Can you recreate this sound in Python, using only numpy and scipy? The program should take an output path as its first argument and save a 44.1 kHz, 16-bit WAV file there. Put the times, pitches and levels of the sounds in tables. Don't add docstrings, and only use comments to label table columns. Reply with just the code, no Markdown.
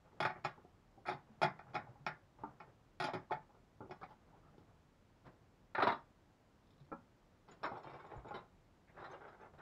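import sys
import numpy as np
from scipy import signal
from scipy.fft import rfft, irfft, next_fast_len
from scipy.io import wavfile

SR = 44100
rng = np.random.default_rng(int(sys.argv[2]) if len(sys.argv) > 2 else 0)


def log_audio(samples):
    frames = np.atleast_2d(samples).T
    limited = np.clip(frames, -1, 1)
    pcm = np.round(limited * 32767).astype(np.int16)
    wavfile.write(sys.argv[1], SR, pcm)


N = 423801
RING = 12288
AGE = np.arange(RING) / SR

# start_s, level_db, bass_db, treble_db, rattle_db, edge_db (near 2 kHz)
CLACK_EVENTS = [(0.203, -24, -6, -12, -13, -1), (0.226, -27, -7, -13, -9, 4),
                (0.251, -21.5, -8, -18, -13, 2.5), (0.297, -33, -13, -24, -7, -0.5),
                (0.357, -44.5, 0, -78, -27, 1.5), (0.442, -42, -2, -11, -9, 4),
                (0.448, -25, -8.5, -16, -11.5, 1.5), (1.054, -38, -14, -50, 1, 4),
                (1.061, -41, 0, -12.5, -2, 4), (1.072, -48, -1, -3, -6, 6),
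                (1.0833, -25, -10.5, -22, -12.5, 0.5), (1.094, -33.5, -3, -12.5, -6, -28),
                (1.113, -33, -5.5, -28, -10, -12), (1.121, -36, -10, -16, -19, -3.5),
                (1.417, -23, -4, -13.5, -19, 3.5), (1.43, -18.5, -18.5, -14.5, -9, -0.5),
                (1.441, -30, 7.5, -28, -9, 8.5), (1.591, -41.5, -12, -24.5, -25, -0.5),
                (1.735, -46, -16.5, -18, -14, -3), (1.744, -34.5, -3.5, -15.5, -9, -10),
                (1.752, -28.5, -7.5, -16.5, -24, 2.5), (1.764, -32, -5.5, -33, -14, -2),
                (2.065, -26, -8.5, -15, -34, 4.5), (2.601, -41, -10, -23.5, -14, 0),
                (3.0002, -26.5, -4.5, -11, -5.5, 1.5), (3.023, -31.5, -10, -12, -13, -2),
                (3.04, -27, -3, -9.5, -6, 0.5), (3.067, -31.5, -34, -19, -13, -6),
                (3.086, -29.5, -20, -27, -20, -10), (3.135, -32.5, 1, -14.5, -28, -2),
                (3.149, -33, 1.5, -30, -9, -4.5), (3.309, -29, -8, -31, -6, -16),
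                (3.3144, -29, -11, -28.5, -22, -26), (3.319, -28.5, -11.5, -21, -12, 0),
                (3.895, -47, 7.5, -25, -21, -25), (3.909, -38, -3, -20, -8.5, -4.5),
                (4.031, -39, -5.5, -21.5, -5, 0)]
# start_s, level_db
BOLT_CHATTERS = [(0.251, -37), (0.447, -35), (1.43, -28), (1.754, -34.5), (2.064, -27), (2.604, -58),
                 (3.135, -48), (3.91, -43)]
# start_s, level_db, bass_db, treble_db, pitch_hz, edge_db (near 2 kHz)
CASING_KNOCKS = [(0.074, -64, -11, -27, 875, 4), (0.128, -62.5, 8, -25, 870, -15),
                 (0.577, -56.5, 7, -38, 862, 0), (0.649, -58.5, 11, -37, 720, 0),
                 (0.975, -57, 2, -45, 786, -31), (1.667, -57.5, -14, -39, 813, 11),
                 (1.87, -53.5, -11, -47, 820, -13), (1.957, -58.5, -8, -35, 825, -2),
                 (3.494, -61, -4, -26, 833, -2), (3.545, -61.5, 1, -40, 862, 1),
                 (3.806, -46.5, 7.5, -53, 863, 3), (3.83, -55.5, 14.5, -48, 815, -15),
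                 (4.014, -49.5, -2, -24, 1184, -4), (4.089, -60, -12, -20, 843, -14),
                 (4.107, -54.5, -14, -20, 860, 1), (4.581, -60.5, 16.5, -13, 845, 5),
                 (5.256, -61, 16, -12.5, 1006, 4.5), (7.717, -40.5, -3, -34, 808, -14),
                 (7.764, -45.5, -5.5, -37, 780, -7), (8.135, -48, -4, -39, 847, -1),
                 (8.246, -48, 6, -45, 887, -3), (8.309, -40.5, -5, -33, 827, 5)]
# start_s, level_db
FRAME_BUTTS = [(2.436, -13)]
# start_s, level_db, bass_db, treble_db, rattle_db, edge_db (near 2 kHz)
BENCH_LANDINGS = [(5.7493, -33, -12, -20, -11, 7), (5.7517, -26.5, -17, -21, -18, 6.5),
                  (5.782, -22.5, -9, -31.5, -8, -3.5), (5.802, -23.5, -20.5, -28, -11, -5),
                  (5.822, -21, -4, -23, -1, 0), (5.8251, -20, -11, -19, -8, -6),
                  (5.832, -26.5, -9, -19, -5, -7), (5.84, -35, -2, -19, -14, 3),
                  (5.87, -19, -13, -28.5, -21, -6.5), (5.875, -22, -7, -18.5, -8, -5.5),
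                  (5.889, -25, -16, -27, -5, 4), (5.902, -26.5, -9, -25, -5, -4),
                  (5.922, -32, -11, -15.5, -13, -5)]
# start_s, level_db
MOTOR_GRIPS = [(6.917, -18.5), (6.924, -14.5)]
# start_s, level_db, bass_db, treble_db, rattle_db
FITTING_CATCHES = [(7.48, -54.5, 2, -13, 6), (7.517, -56.5, -1, -10, -17), (7.632, -38, -7, -11.5, -23),
                   (7.642, -30.5, -10, -22, -3), (7.833, -56, -12, -8, -8), (7.871, -54, -4, -12, -7),
                   (7.896, -53, -13, -16, -6), (7.934, -55, -10, -11.5, -8), (7.994, -51.5, -10, -19, 0),
                   (8.173, -57.5, 0, -27, -9), (8.286, -57, -7, -23, -22), (8.342, -40.5, -1.5, -12.5, -2),
                   (8.972, -50.5, -16, -32, -10), (8.991, -50, -7, -20, -2), (9.043, -43, -23, -17, -10),
                   (9.134, -48.5, -9, -19.5, -3), (9.209, -70, -1, -23, -7), (9.239, -56, -6, -30, -4),
                   (9.277, -51, -17, -19, 0)]
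# start_s, length_s, level_db, scratch_db (relative to level_db)
THREAD_PUSHES = [(7.707, 0.13, -46.5, -25.5), (7.823, 0.16, -45, -31), (7.971, 0.23, -51.5, -30),
                 (8.098, 0.095, -45, -36), (8.251, 0.065, -45, -27), (8.327, 0.072, -43.5, -21),
                 (8.924, 0.048, -52, -30), (8.963, 0.1, -44, -22), (9.081, 0.092, -43.5, -31),
                 (9.188, 0.27, -50.5, -31), (9.381, 0.069, -45.5, -35), (9.575, 0.069, -49, -18)]
# start_s, level_db
STRAP_TICKS = [(5.266, -52), (6.631, -62), (6.671, -55), (6.706, -49), (6.733, -54), (6.78, -54),
               (6.802, -50), (6.845, -56), (7.834, -48), (7.9, -48), (8.005, -58), (8.064, -50),
               (8.283, -45), (9.018, -52), (9.1, -49), (9.118, -46), (9.221, -60)]
# start_s, level_db, pitch_hz
HIGH_NOTES = [(0.445, -57, 6870), (7.512, -59.5, 6970), (7.6544, -66, 6870), (7.8306, -76, 6900),
              (8.0641, -74, 7000), (8.165, -72, 6990), (8.2833, -68, 6960), (9.1122, -64.5, 6260),
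              (9.4114, -78, 6300)]
# start_s, length_s, level_db, pitch_hz
FINGER_SQUEAKS = [(4.315, 0.053, -69, 844), (4.423, 0.085, -70.5, 1250)]
# start_s, length_s, level_db, centre_hz
HAND_RUBS = [(3.298, 0.026, -50, 896), (4.012, 0.035, -52.5, 1210), (5.255, 0.051, -70.5, 1670),
             (8.872, 0.049, -70, 1830), (8.964, 0.03, -64, 1500), (9.576, 0.076, -60.5, 1460)]
# start_s, length_s, level_db
SLEEVE_BRUSHES = [(0.0, 0.25, -68), (1.148, 0.63, -68), (1.83, 0.32, -68), (2.384, 0.27, -65),
                  (3.78, 0.14, -75), (4.033, 0.69, -72.5), (5.24, 0.063, -64), (6.777, 0.09, -72),
                  (7.465, 0.28, -66), (7.849, 0.54, -70), (8.895, 0.19, -69), (9.533, .11, -67.5)]
# start_s, level_db, pitch_hz
ARM_BUMPS = [(1.301, -57, 216), (1.888, -53, 128), (2.006, -54, 145), (6.808, -53, 140), (8.16, -48.5, 124),
             (8.176, -47, 56.6)]

# pitch_hz, level_db, t60_s
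PLATE_MODES = [(155.2, -21.5, 0.36), (370.7, -15.5, 0.14), (589.4, -18.5, 0.089), (635.6, -19, .14),
               (680.4, -13.5, 0.18), (738, -10, 0.13), (826, -8.5, 0.15), (869.5, -8, 0.18),
               (1058, -14.5, 0.079), (1172, -15.5, 0.16), (1291, -10.5, 0.076), (1351, -12.5, 0.091),
               (1409, -14, 0.15), (1454, -15, 0.18), (1700, -23.5, 0.17), (1863, -17, 0.15),
               (1970, -26, .15), (2192, -15.5, 0.12), (2346, -22.5, 0.078), (2428, -17.5, 0.11),
               (2483, -16.5, 0.11), (3060, -43, 0.055), (3372, -23, 0.054)]
SPANNER_MODES = [(3300, 15, .12), (3540, 11.5, 0.1), (3870, 8, 0.13), (3650, 18, 0.24), (4200, -2, .09),
                 (4400, 23, .1), (4600, 11, .09), (4630, -6, .09), (4900, -1, 0.12), (5030, 26, 0.16),
                 (5430, 13.5, .11), (6380, 14.5, 0.073), (6960, 13, 0.063), (7050, 3, 0.11), (7450, 7, .09),
                 (8500, 5, .1), (9100, 5, .1), (9500, -3, .09), (9800, 3.5, 0.11), (10000, 15.5, 0.1),
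                 (10560, 3, 0.063), (11500, -6, .09)]
BOLT_MODES = [(4960, -8, .05), (5050, 10, 0.05), (5240, 1, 0.068), (5420, 12, 0.073), (5460, -10.5, 0.06)]
FRAME_MODES = [(216, -12, .3), (297, -7, 0.21), (392, -11, 0.087), (738, -12, 0.19), (800, -9, 0.19),
               (900, 1, 0.086), (1196, -6.5, 0.17), (1680, -29, .2)]
BOARD_MODES = [(390, -11, 0.14), (738, -20, 0.13), (925, -9, 0.26), (973, -7.5, 0.091), (1200, -9.5, 0.22),
               (1330, -16, 0.14), (1430, -11, 0.097), (2050, -17.5, 0.055)]
LYING_SPANNER_MODES = [(2830, -1, .13), (3460, 0.5, 0.21), (3700, -17, 0.18), (3800, 4, 0.16),
                       (3870, -7, 0.19), (4070, -2, 0.2), (4200, -13, .15), (4670, -20, 0.19),
                       (4870, -8.5, .14), (5300, -10, 0.23)]
MOTOR_MODES = [(175, -6.5, 0.32), (226, -12, 0.33), (250, -8, 0.32), (318, 2, 0.095), (453, -3.5, 0.057),
               (555, -2, 0.19), (833, -9, .1), (1250, -3.5, 0.063), (1335, 0.5, .1), (1400, -5, 0.21),
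               (1660, -20, 0.11), (2390, -24, .09)]

# frequency_hz, level_db
PLATE_COLOUR = [(40, -36), (90, -16), (140, -1), (260, -12.5), (480, -15.5), (750, -5), (1300, -3),
                (2400, -7), (2750, -17.5), (3500, -10), (4400, -17.5), (5500, -18), (5900, -35.5),
                (7200, -31.5), (8000, -52), (11500, -51), (13000, -49), (15500, -55)]
CASING_COLOUR = [(50, -2), (150, -16), (300, -14.5), (520, -2), (850, 7), (1400, 3.5), (1750, -20),
                 (2450, -21.5), (2900, -34.5), (5300, -38.5), (6500, -61), (15000, -54)]
BENCH_COLOUR = [(30, -71), (60, -20.5), (115, -11), (220, -4.5), (400, -4), (520, -7.5), (750, -4.5),
                (1100, 1), (2100, -8.5), (3000, -22.5), (3900, -18.5), (5500, -41.5), (7400, -51),
                (15400, -58)]
FITTING_COLOUR = [(50, -29), (130, 0), (250, -10), (380, 1.5), (560, -0.5), (800, 1), (1350, 3.5),
                  (1800, -6), (2300, -10), (2800, -14), (3900, -13), (4400, -21.5), (5400, -16.5),
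                  (6100, -57), (9000, -45), (15500, -64)]
THREAD_COLOUR = [(50, -53.5), (130, -1), (250, -11), (380, 6.5), (560, -0.5), (850, 3.5), (1350, -2.5),
                 (1750, -11), (2350, -13), (2800, -19), (3900, -14.5), (4400, -36), (5400, -35),
                 (6100, -54), (9000, -53), (15500, -57)]
TICK_COLOUR = [(300, -30), (1500, -6), (2500, 1), (3000, -8), (3700, 9), (4500, -5), (5100, -1),
               (5550, -0.5), (6000, -29.5), (7200, -13), (8500, -21), (15500, -36)]
SOFT_COLOUR = [(40, -11.5), (90, -5.5), (140, 7.5), (230, -10.5), (450, -5.5), (850, -7), (1600, -17),
               (4000, -40), (9000, -57)]
AIR_COLOUR = [(12, -36), (20, -15.5), (38, 4.5), (61, -5.5), (92, 2.5), (125, -1.5), (201, -3.5), (342, -8),
              (451, -10.5), (880, -13.5), (1010, -15), (2460, -25), (7490, -35), (8610, -40),
              (15400, -45.5)]

CLINK_DB, CLINK_GROWTH = 20.5, 1.96
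GRIP_DETUNE = 0.0047
LYING_DB = -1.5
PUSH_ATTACK_S, PUSH_SAG_DB, PUSH_RELEASE_S = 0.026, 14.5, 0.023
SLIPS_PER_S = 130
SNAGS_PER_S = 55
BRUSH_ATTACK_S, BRUSH_SAG_DB, BRUSH_RELEASE_S = 0.0046, 1, 0.06
SHUDDER_S, SHUDDER_DB = 0.088, -67
AIR_DB = -68.5
ROOM_T60_S, ROOM_TREBLE_T60_S = 0.25, 0.12
TOP_HZ = 15650


def spanner(gain_db=18):
    out = np.zeros(N)
    for start, level_db, bass_db, treble_db, rattle_db, edge_db in CLACK_EVENTS:
        blow = body(PLATE_COLOUR, t60=0.18, crack_db=-7.5, slap_db=-1.5, room_db=1, ripple_db=5)
        blow = blow + undb(11) * ring(PLATE_MODES, spread_db=1.5)
        blow = rattle(blow, rattle_db, gap_s=0.003)
        add(out, start, contact(blow, level_db + gain_db, bass_db, treble_db, edge_db))
        clink_db = level_db + CLINK_GROWTH * treble_db + CLINK_DB
        add(out, start, undb(clink_db) * clink(SPANNER_MODES))
    for start, level_db in BOLT_CHATTERS:
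        chatter = rattle(ring(BOLT_MODES, detune=0.0099), -8.5, gap_s=0.0046)
        add(out, start, undb(level_db) * unit(chatter))
    return out


def casing(gain_db=24):
    out = np.zeros(N)
    for start, level_db, bass_db, treble_db, pitch_hz, edge_db in CASING_KNOCKS:
        blow = body(CASING_COLOUR, t60=0.24, crack_db=-14, slap_db=-6.5, room_db=-13, ripple_db=3.5)
        blow = blow + ring([(pitch_hz, 1, 0.13)], spread_db=4.5)
        add(out, start, contact(blow, level_db + gain_db, bass_db, treble_db, edge_db))
    return out


def frame(thud_db=-9):
    out = np.zeros(N)
    for start, level_db in FRAME_BUTTS:
        thud = unit(body(CASING_COLOUR, t60=0.17, crack_db=-16, slap_db=-6, room_db=-6, ripple_db=3))
        note = unit(ring(FRAME_MODES, spread_db=2.5))
        add(out, start, undb(level_db) * (note + undb(thud_db) * thud))
    return out


def bench(gain_db=18):
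    out = np.zeros(N)
    for start, level_db, bass_db, treble_db, rattle_db, edge_db in BENCH_LANDINGS:
        blow = body(BENCH_COLOUR, t60=0.19, crack_db=-2.5, slap_db=1, room_db=-8, ripple_db=1)
        blow = rattle(blow + ring(BOARD_MODES), rattle_db, gap_s=0.0015)
        add(out, start, contact(blow, level_db + gain_db, bass_db, treble_db, edge_db))
        lying_db = level_db + gain_db + treble_db + LYING_DB
        add(out, start, undb(lying_db) * clink(LYING_SPANNER_MODES))
    return out


def motor(thud_db=-9):
    out = np.zeros(N)
    for start, level_db in MOTOR_GRIPS:
        thud = unit(body(CASING_COLOUR, t60=0.1, crack_db=-15, slap_db=-8, room_db=-4, ripple_db=3))
        hollow = unit(ring(MOTOR_MODES, spread_db=2))
        add(out, start, undb(level_db) * (hollow + undb(thud_db) * thud))
    return out


def fitting(gain_db=23):
    out = np.zeros(N)
    for start, level_db, bass_db, treble_db, rattle_db in FITTING_CATCHES:
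        blow = body(FITTING_COLOUR, t60=0.23, crack_db=-13, slap_db=-0.5, room_db=-7, ripple_db=7)
        blow = rattle(blow, rattle_db, gap_s=0.004)
        add(out, start, contact(blow, level_db + gain_db, bass_db, treble_db))
    return out


def thread(scrape_db=-3, scratch_db=-1, grain_db=6.0, surge_db=2.5, spots=2):
    out = np.zeros(N)
    for start, length, level_db, dry_db in THREAD_PUSHES:
        push = undb(level_db) * stroke(length, PUSH_ATTACK_S, PUSH_SAG_DB, PUSH_RELEASE_S)[:RING]
        for _ in range(spots):
            surge = steady(colour(rng.standard_normal(RING), [(20, -3), (70, -60), (250, -140)]))
            chance, strength, side = rng.random((3, RING))
            grain = np.minimum(-np.log(strength), 3)
            slips = (chance < SLIPS_PER_S / SR) * np.sign(side - 0.5)
            slips = slips * undb(grain_db * grain + surge_db * surge)
            slips = unit(slips * push) * np.linalg.norm(push) / np.sqrt(spots)
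            snags = (chance < SNAGS_PER_S / spots / SR) * 2 * strength ** 2
            snags = snags * push * np.sqrt(SR / SNAGS_PER_S)
            response = body(THREAD_COLOUR, t60=0.14, crack_db=-4, slap_db=-4, room_db=-5.5, ripple_db=5.5)
            response = unit(band(response, 2360, "low"))
            add(out, start, undb(scrape_db) * signal.fftconvolve(slips, response))
            add(out, start, undb(scratch_db + dry_db) * signal.fftconvolve(snags, tick()))
    return out


def strap():
    out = np.zeros(N)
    for start, level_db in STRAP_TICKS:
        add(out, start, undb(level_db) * tick())
    return out


def high_notes(t60=0.069):
    out = np.zeros(N)
    for start, level_db, pitch_hz in HIGH_NOTES:
        note = np.sin(2 * np.pi * pitch_hz * AGE) * fade(t60) * (1 - fade(0.016))
        add(out, start, undb(level_db) * note)
    return out


def squeak(half_width_hz=110):
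    out = np.zeros(N)
    for start, length, level_db, pitch_hz in FINGER_SQUEAKS:
        edges_hz = [pitch_hz - half_width_hz, pitch_hz + half_width_hz]
        note = steady(band(rng.standard_normal(RING), edges_hz, "band"))
        add(out, start, undb(level_db) * note * swell(length))
    return out


def rubs():
    out = np.zeros(N)
    for start, length, level_db, centre_hz in HAND_RUBS:
        edges_hz = [centre_hz / 1.18, centre_hz * 1.24]
        hiss = steady(band(rng.standard_normal(RING), edges_hz, "band"))
        add(out, start, undb(level_db) * hiss * swell(length))
    return out


def arm_and_shudder(flutter_db=6.0):
    flutter = steady(colour(rng.standard_normal(N), [(12, -5.0), (50, -51.5), (200, -120)]))
    shudders, shifts = np.zeros((2, N))
    for start, *_ in CLACK_EVENTS + BENCH_LANDINGS:
        add(shudders, start, np.exp(-(AGE / SHUDDER_S) ** 2))
    for start, length, level_db in SLEEVE_BRUSHES:
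        movement = stroke(length, BRUSH_ATTACK_S, BRUSH_SAG_DB, BRUSH_RELEASE_S)
        add(shifts, start, undb(level_db) * movement)
    level = np.maximum(shifts, undb(SHUDDER_DB) * np.minimum(shudders, 1))
    soft_noise = steady(colour(rng.standard_normal(N), SOFT_COLOUR))
    out = soft_noise * level * undb(flutter_db * np.minimum(flutter, 1.5))
    for start, level_db, pitch_hz in ARM_BUMPS:
        thud = np.sin(2 * np.pi * pitch_hz * AGE) * fade(0.15) * (1 - fade(0.017))
        add(out, start, undb(level_db) * thud / thud.max())
    return out


def air():
    return undb(AIR_DB) * steady(colour(rng.standard_normal(N), AIR_COLOUR))


def body(points, t60, crack_db, slap_db, room_db, ripple_db, treble_t60=0.94):
    first, near, far = rng.standard_normal((3, RING))
    slap = undb(slap_db) * unit(first * fade(0.054))
    dense = unit(near * fade(t60))
    tail = band(far, 1800, "low") * fade(ROOM_T60_S) + band(far, 2100, "high") * fade(ROOM_TREBLE_T60_S)
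    room = undb(room_db) * unit(tail * (1 - fade(0.038)))
    response = slap + dense + room
    response = band(response, 2700, "low") + band(response, 2700, "high") * fade(treble_t60)
    response[0] += undb(crack_db)
    return signal.fftconvolve(response, crack(points, ripple_db))[:RING]


def ring(modes, spread_db=3.0, detune=0.0014):
    pitch_hz, level_db, t60s = np.transpose(modes)
    size, shift, side = rng.standard_normal((len(pitch_hz), 3)).T
    waves = np.sin(2 * np.pi * (pitch_hz * (1 + detune * shift))[:, None] * AGE)
    strengths = np.sign(side) * undb(level_db + spread_db * size)
    total = sum(g * unit(wave * fade(t60)) for g, wave, t60 in zip(strengths, waves, t60s))
    return total * (1 - fade(0.0025))


def clink(modes, count=2):
    return unit(sum(ring(modes, spread_db=0.0, detune=GRIP_DETUNE) for _ in range(count)))


def rattle(x, level_db, gap_s, count=3):
    lags = np.cumsum(rng.uniform(0.5, 1.5, count) * gap_s * SR).astype(int)
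    out = x.copy()
    for bounce, lag in enumerate(lags):
        out += undb(level_db) * 0.84 ** bounce * np.pad(x, (lag, 0))[:RING]
    return out


def contact(x, level_db, bass_db, treble_db, edge_db=0):
    power, hz = abs(rfft(x)) ** 2, np.fft.rfftfreq(RING, 1 / SR)
    bands_hz = [(80, 500), (500, 2200), (3100, 9000)]
    bass, mid, treble = (10 * np.log10(power[(hz > lo) & (hz < hi)].sum()) for lo, hi in bands_hz)
    low_db, high_db = bass_db - bass + mid, treble_db - treble + mid
    tilt = [(30, -25), (110, low_db), (350, low_db), (650, 4.0), (950, 0.0),
            (1400, edge_db), (2350, edge_db), (3000, high_db)]
    y = signal.fftconvolve(x, crack(tilt))[:RING]
    return y * undb(level_db) / np.linalg.norm(band(y, [500, 2200], "band"))


def tick():
    return unit(body(TICK_COLOUR, t60=0.069, crack_db=-5.5, slap_db=-3.5, room_db=-5, ripple_db=6))


def stroke(length, attack_s, sag_db, release_s):
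    age = np.arange(SR) / SR
    build = np.minimum(age / attack_s, 1)
    sag = undb(-sag_db * np.minimum(age / length, 1))
    return build * sag * np.exp(-np.maximum(age - length, 0) / release_s)


def swell(length):
    return np.sin(np.pi * np.minimum(AGE / length, 1))


def crack(points, ripple_db=0):
    hz = np.fft.rfftfreq(RING, 1 / SR)
    knots = np.arange(0, SR / 2, 70)
    ripple = np.interp(hz, knots, rng.standard_normal(len(knots))) * np.minimum(hz / 3000, 1)
    cepstrum = irfft(np.log(gains(points, RING) * undb(ripple_db * ripple)))
    cepstrum[1:RING // 2] *= 2
    cepstrum[RING // 2 + 1:] = 0
    return unit(irfft(np.exp(rfft(cepstrum))))


def colour(x, points):
    size = next_fast_len(len(x), True)
    return irfft(rfft(x, size) * gains(points, size), size)[:len(x)]


def gains(points, size):
    hz, level_db = np.transpose(points)
    return undb(np.interp(np.log(np.fft.rfftfreq(size, 1 / SR) + 1), np.log(hz), level_db))


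def band(x, hz, kind):
    return signal.sosfilt(signal.butter(3, hz, kind, fs=SR, output="sos"), x)


def fade(t60):
    return np.exp(-np.log(1000) * AGE / max(t60, 1e-3))


def undb(db):
    return 10 ** (np.asarray(db) / 20)


def unit(x):
    return x / np.sqrt(np.sum(x ** 2) + 1e-30)


def steady(x):
    return x / np.std(x)


def add(out, start, x):
    i = int(start * SR)
    out[i:i + len(x)] += x[:N - i]


def scene():
    blows = spanner() + casing() + frame() + bench() + motor() + fitting()
    handling = thread() + strap() + high_notes() + squeak() + rubs() + arm_and_shudder()
    return (blows + handling + air())[None]


def record(dry):
    return signal.sosfilt(signal.ellip(10, 0.2, 70, TOP_HZ, fs=SR, output="sos"), dry)


dry = scene()
out = record(dry)
log_audio(out)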